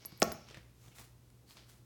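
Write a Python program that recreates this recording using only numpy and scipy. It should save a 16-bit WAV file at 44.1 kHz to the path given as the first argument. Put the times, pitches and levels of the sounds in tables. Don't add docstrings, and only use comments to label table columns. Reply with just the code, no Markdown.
import sys
import numpy as np
from scipy import signal
from scipy.fft import rfft, irfft
from scipy.io import wavfile

SR = 44100
rng = np.random.default_rng(int(sys.argv[2]) if len(sys.argv) > 2 else 0)


def log_audio(samples):
    frames = np.atleast_2d(samples).T
    limited = np.clip(frames, -1, 1)
    pcm = np.round(limited * 32767).astype(np.int16)
    wavfile.write(sys.argv[1], SR, pcm)


N = 81585

# (frequency [Hz], rms level [dB])
HUM_TONES = [(60, -71), (120, -64)]
# (frequency [Hz], relative level [dB])
AIR_SPECTRUM = [(20, -39), (40, -11.5), (60, -1.5), (90, -7), (136, -9), (180, -11), (300, -13),
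                (490, -18.5), (650, -23.5), (1240, -27.5), (1700, -31), (5000, -32), (17000, -35.5)]
AIR_RMS_DB, HUM_WAVER = -65.5, 0.2
# (frequency [Hz], t60 [s])
ROOM_DECAY = [(100, 0.34), (260, 0.28), (700, 0.46), (1800, .48), (5000, 0.77), (9000, .33), (11500, .2),
              (16000, .2)]
# (frequency [Hz], gain [dB])
ROOM_GAIN = [(80, -17), (170, -7.5), (350, -9), (700, -9.5), (1300, -8), (2500, -12), (5500, -16.5),
             (9000, -14), (11500, -19), (16000, -13.5)]
ROOM_DELAY_S, ROOM_BUILD_S = 0.001, 0.008

# (peak time [s], level [dB], rise [s], fade [s])
CANVAS_BRUSHES = [(.86, -66, 0.044, 0.073), (0.965, -58, 0.011, 0.018), (0.996, -55, 0.013, 0.048),
                  (1.517, -61.5, 0.024, .055), (1.70, -62.5, 0.013, 0.064)]
# (frequency [Hz], relative level [dB])
BRUSH_SPECTRUM = [(100, -7), (350, -5), (1000, 2.5), (2500, -0.5), (8000, -1.5), (12000, -5), (17000, -6),
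                  (18000, -27)]
# (peak time [s], level [dB], rise [s], fade [s], boosted frequency [Hz])
CANVAS_SAGS = [(0.077, -61, 0.014, 0.022, 150.4), (0.129, -54.5, .004, 0.0063, 157),
               (0.286, -49, 0.045, 0.06, 68.6), (.575, -54, 0.0051, 0.015, 130),
               (.88, -57, 0.0076, 0.015, 130), (0.997, -56.5, 0.0042, 0.017, 723)]
# (frequency [Hz], relative level [dB])
SAG_SPECTRUM = [(30, -3.5), (150, 10), (1200, -8), (4000, -25)]
# (time [s], level [dB], boosted frequency [Hz], boost [dB], fade [s])
LEATHER_CREAKS = [(0.4872, -52, 5930, 5.5, 0.0072), (0.5012, -48.5, 2780, 5, 0.0011),
                  (0.509, -48, 500, 17, 0.0049), (0.5451, -47.5, 1700, 8.5, 0.0055),
                  (0.5718, -54.5, 2260, 3, .005), (.8822, -57, 2600, 3, 0.0021),
                  (0.9849, -42, 8600, 7, 0.0011), (1.3021, -59, 9050, 15, .002),
                  (1.5084, -50.5, 4390, 13, 0.00078), (1.5698, -52, 4400, 4.5, 0.0045)]
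# (peak time [s], level [dB], rise [s], fade [s], boosted frequency [Hz], boost [dB])
STRAP_RUBS = [(0.028, -62, 0.025, 0.11, 5400, 7.5), (.13, -64.5, .03, 0.24, 4750, 10.5),
              (.515, -59.5, 0.034, 0.051, 2860, 1.5), (0.573, -60, 0.023, 0.051, 1944, 9.5),
              (.875, -70.5, 0.064, 0.065, 7100, 14), (.925, -67.5, 0.012, .02, 2500, 8),
              (1.505, -66, .02, 0.035, 4470, 26), (1.588, -60.5, 0.021, 0.066, 4640, 4.5)]
# (frequency [Hz], relative level [dB])
LEATHER_SPECTRUM = [(100, -4), (600, 0), (1700, -1), (3000, 0.5), (5300, -3.5), (7500, -11.5), (17000, -31)]
GRAIN_DB, GRAIN_S = 3, 0.0006

# (time [s], gain [dB])
BAG_THUDS = [(0.2213, -7.5), (0.2228, 3.5), (0.3223, -18)]
# (frequency [Hz], level [dB], t60 [s])
BAG_MODES = [(145, -48.5, 1), (225.6, -42, 0.63), (257.7, -21.5, .03), (387, -19, 0.027),
             (471, -21.5, .025), (571.2, -30.5, 0.066), (650, -17, 0.021), (756, -28.5, .02),
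             (990, -29, 0.032), (1115, -26, 0.035), (1280, -22, .016), (1792, -34.5, .025),
             (2400, -37, 0.005)]
# (time [s], gain [dB], most excited frequency [Hz], boost [dB])
PRONG_TINKS = [(.0573, 0.5, 10930, 4.5), (.1745, -16, 6500, 1.5), (.2003, -8, 8000, 16),
               (.2388, -9.5, 15300, 24), (0.3216, -1.5, 10000, 13.5), (0.3233, -2.5, 16550, 11.5)]
# (frequency [Hz], level [dB], t60 [s])
PRONG_MODES = [(6700, -52, .012), (8030, -50, .014), (10200, -45, .007), (10850, -40, .014),
               (11470, -40, .05), (14600, -43, .009), (15330, -43, .02), (15800, -44, .011),
               (16550, -42, .014)]
TINK_WIDTH_HZ, CHATTER_DEPTH, CHATTER_S = 600, 0.3, 0.0015
# (time [s], gain [dB], tilt [dB/kHz])
FRAME_EXCITATIONS = [(.01, -5, -2.5), (.0573, 0.5, -2), (.2286, -7, 1)]
# (frequency [Hz], level [dB], t60 [s])
FRAME_MODES = [(2248, -62, .9), (2810, -70, .6), (4400, -67, .6), (4525, -57, .3), (5788, -55, .25),
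               (11465, -58, .22), (12842, -64, .36)]
# (time [s], gain [dB], boosted frequency [Hz], boost [dB], thud gain [dB])
FRAME_CLACKS = [(0.0507, -29, 5200, 13, -32), (0.1212, -36.5, 1900, 8.5, -46.5),
                (0.2197, -7.5, 4070, 12, -36), (0.2203, -2, 2350, 11.5, -22), (0.2283, -4, 5585, 13, -21),
                (0.3185, -25, 5200, 14.5, -50), (0.3186, -24, 5000, 15, -41)]
# (frequency [Hz], gain [dB])
CLACK_SPECTRUM = [(100, -32.5), (500, -2.5), (1000, 6), (2500, -1), (3700, -0.5), (7000, -2), (9000, -5.5),
                  (11000, -9.5), (12500, -22), (16300, -7.5), (19000, -45.5)]
SCRAPE_DB, SCRAPE_S = -5.5, 0.0019
SOFT_CUTOFF_HZ, RECORDER_CUTOFF_HZ = 17300, 19200


def amp(db):
    return 10 ** (np.asarray(db) / 20)


def unit(x):
    return x / np.sqrt(np.mean(x ** 2) + 1e-20)


def read(points, hz):
    f, value = np.transpose(points)
    return np.interp(np.log(hz + 1), np.log(f + 1), value)


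def add(mix, s, sound):
    part = mix[round(s * SR):][:len(sound)]
    part += sound[:len(part)]


def colour(points, size, boost_hz=1000, boost_db=0, width_octaves=0.29):
    hz = np.fft.rfftfreq(size, 1 / SR)
    octaves = np.log2((hz + 1) / boost_hz)
    return amp(read(points, hz) + boost_db * np.exp(-.5 * (octaves / width_octaves) ** 2))


def drift(seconds):
    hz = np.fft.rfftfreq(N, 1 / SR)
    return unit(irfft(rfft(rng.standard_normal(N)) * np.exp(-(hz * seconds) ** 2), N))


def lowpass(x, hz):
    return signal.oaconvolve(x, signal.firwin(511, hz, window=("kaiser", 9), fs=SR), "same")


def ring(modes, rise_s=0.0001):
    t = np.arange(SR) / SR
    tones = sum(amp(db - 60 * t / t60) * np.sin(2 * np.pi * hz * t) for hz, db, t60 in modes)
    return (1 - np.exp(-t / rise_s)) * tones


def click(gain):
    log_gain = np.log(np.r_[gain, gain[-2:0:-1]] + 1e-6)
    return np.fft.ifft(np.exp(np.conj(signal.hilbert(log_gain)))).real[:len(gain)]


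def friction(s, db, spectrum, rise_s, fade_s):
    t = np.arange(N) / SR - s
    swell = np.exp(-np.where(t < 0, .5 * (t / rise_s) ** 2, t / fade_s))
    slips = rng.standard_normal(N) * amp(GRAIN_DB * drift(GRAIN_S))
    return amp(db) * swell * unit(irfft(rfft(slips) * spectrum, N))


def room_tone():
    t = np.arange(N) / SR
    hum = np.zeros(N)
    for hz, db in HUM_TONES:
        waver = 1 + HUM_WAVER * drift(0.12)
        hum += amp(db) * np.sqrt(2) * waver * np.sin(2 * np.pi * (hz * t + rng.random()))
    air = irfft(rfft(rng.standard_normal(N)) * colour(AIR_SPECTRUM, N), N)
    return hum + amp(AIR_RMS_DB) * unit(air)


def room_reverb(x):
    hz, t, bands = signal.stft(rng.standard_normal(SR), SR, nperseg=256)
    t60 = read(ROOM_DECAY, hz)[:, None]
    bands *= amp(read(ROOM_GAIN, hz)[:, None] - 60 * t / t60)
    bands *= np.sqrt(2 * np.log(1000) / (t60 * SR))
    tail = signal.istft(bands, SR, nperseg=256)[1][:SR]
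    tail *= np.clip((np.arange(SR) / SR - ROOM_DELAY_S) / ROOM_BUILD_S, 0, 1)
    return signal.fftconvolve(x, tail)[:N]


def canvas():
    out = np.zeros(N)
    for s, db, rise, fade in CANVAS_BRUSHES:
        out += friction(s, db, colour(BRUSH_SPECTRUM, N), rise, fade)
    for s, db, rise, fade, hz in CANVAS_SAGS:
        out += friction(s, db, colour(SAG_SPECTRUM, N, hz, boost_db=7), rise, fade)
    return out


def leather():
    out = np.zeros(N)
    for s, db, hz, boost_db, fade in LEATHER_CREAKS:
        out += friction(s, db, colour(LEATHER_SPECTRUM, N, hz, boost_db), rise_s=0.00021, fade_s=fade)
    for s, db, rise, fade, hz, boost_db in STRAP_RUBS:
        out += friction(s, db, colour(LEATHER_SPECTRUM, N, hz, boost_db), rise, fade)
    return out


def bag_thuds():
    out = np.zeros(N)
    low_cut = signal.butter(4, 176, "high", fs=SR, output="sos")
    thud = signal.sosfilt(low_cut, ring(BAG_MODES, rise_s=0.00044))
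    for s, *_, db in FRAME_CLACKS + BAG_THUDS:
        add(out, s, amp(db) * thud)
    return out


def prong():
    out = np.zeros(N)
    for s, db, hz, boost_db in PRONG_TINKS:
        modes = [(f, level + boost_db * np.exp(-.5 * ((f - hz) / TINK_WIDTH_HZ) ** 2), t60)
                 for f, level, t60 in PRONG_MODES]
        chatter = 1 + CHATTER_DEPTH * drift(CHATTER_S)[:SR]
        add(out, s, amp(db) * ring(modes, rise_s=0.00032) * chatter)
    return out


def frame_ring():
    out = np.zeros(N)
    for s, db, tilt in FRAME_EXCITATIONS:
        modes = [(f, level + tilt * f / 1000, t60) for f, level, t60 in FRAME_MODES]
        add(out, s, amp(db) * ring(modes))
    return out


def frame_clacks():
    out = np.zeros(N)
    t = np.arange(2048) / SR
    skid_fade = np.exp(-t / SCRAPE_S) * np.sqrt(2 / (SCRAPE_S * SR))
    for s, db, hz, boost_db, _ in FRAME_CLACKS:
        force = (t == 0) + amp(SCRAPE_DB) * skid_fade * rng.standard_normal(len(t))
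        response = click(colour(CLACK_SPECTRUM, len(t), hz, boost_db))
        add(out, s, amp(db) * signal.fftconvolve(force, response))
    return out


def scene():
    impacts = frame_clacks() + bag_thuds() + prong() + frame_ring()
    rustle = leather() + canvas()
    soft = rustle + room_reverb(impacts + rustle) + room_tone()
    return (impacts + lowpass(soft, SOFT_CUTOFF_HZ))[None]


def record(dry):
    return lowpass(dry[0], RECORDER_CUTOFF_HZ)[None]


dry = scene()
out = record(dry)
log_audio(out)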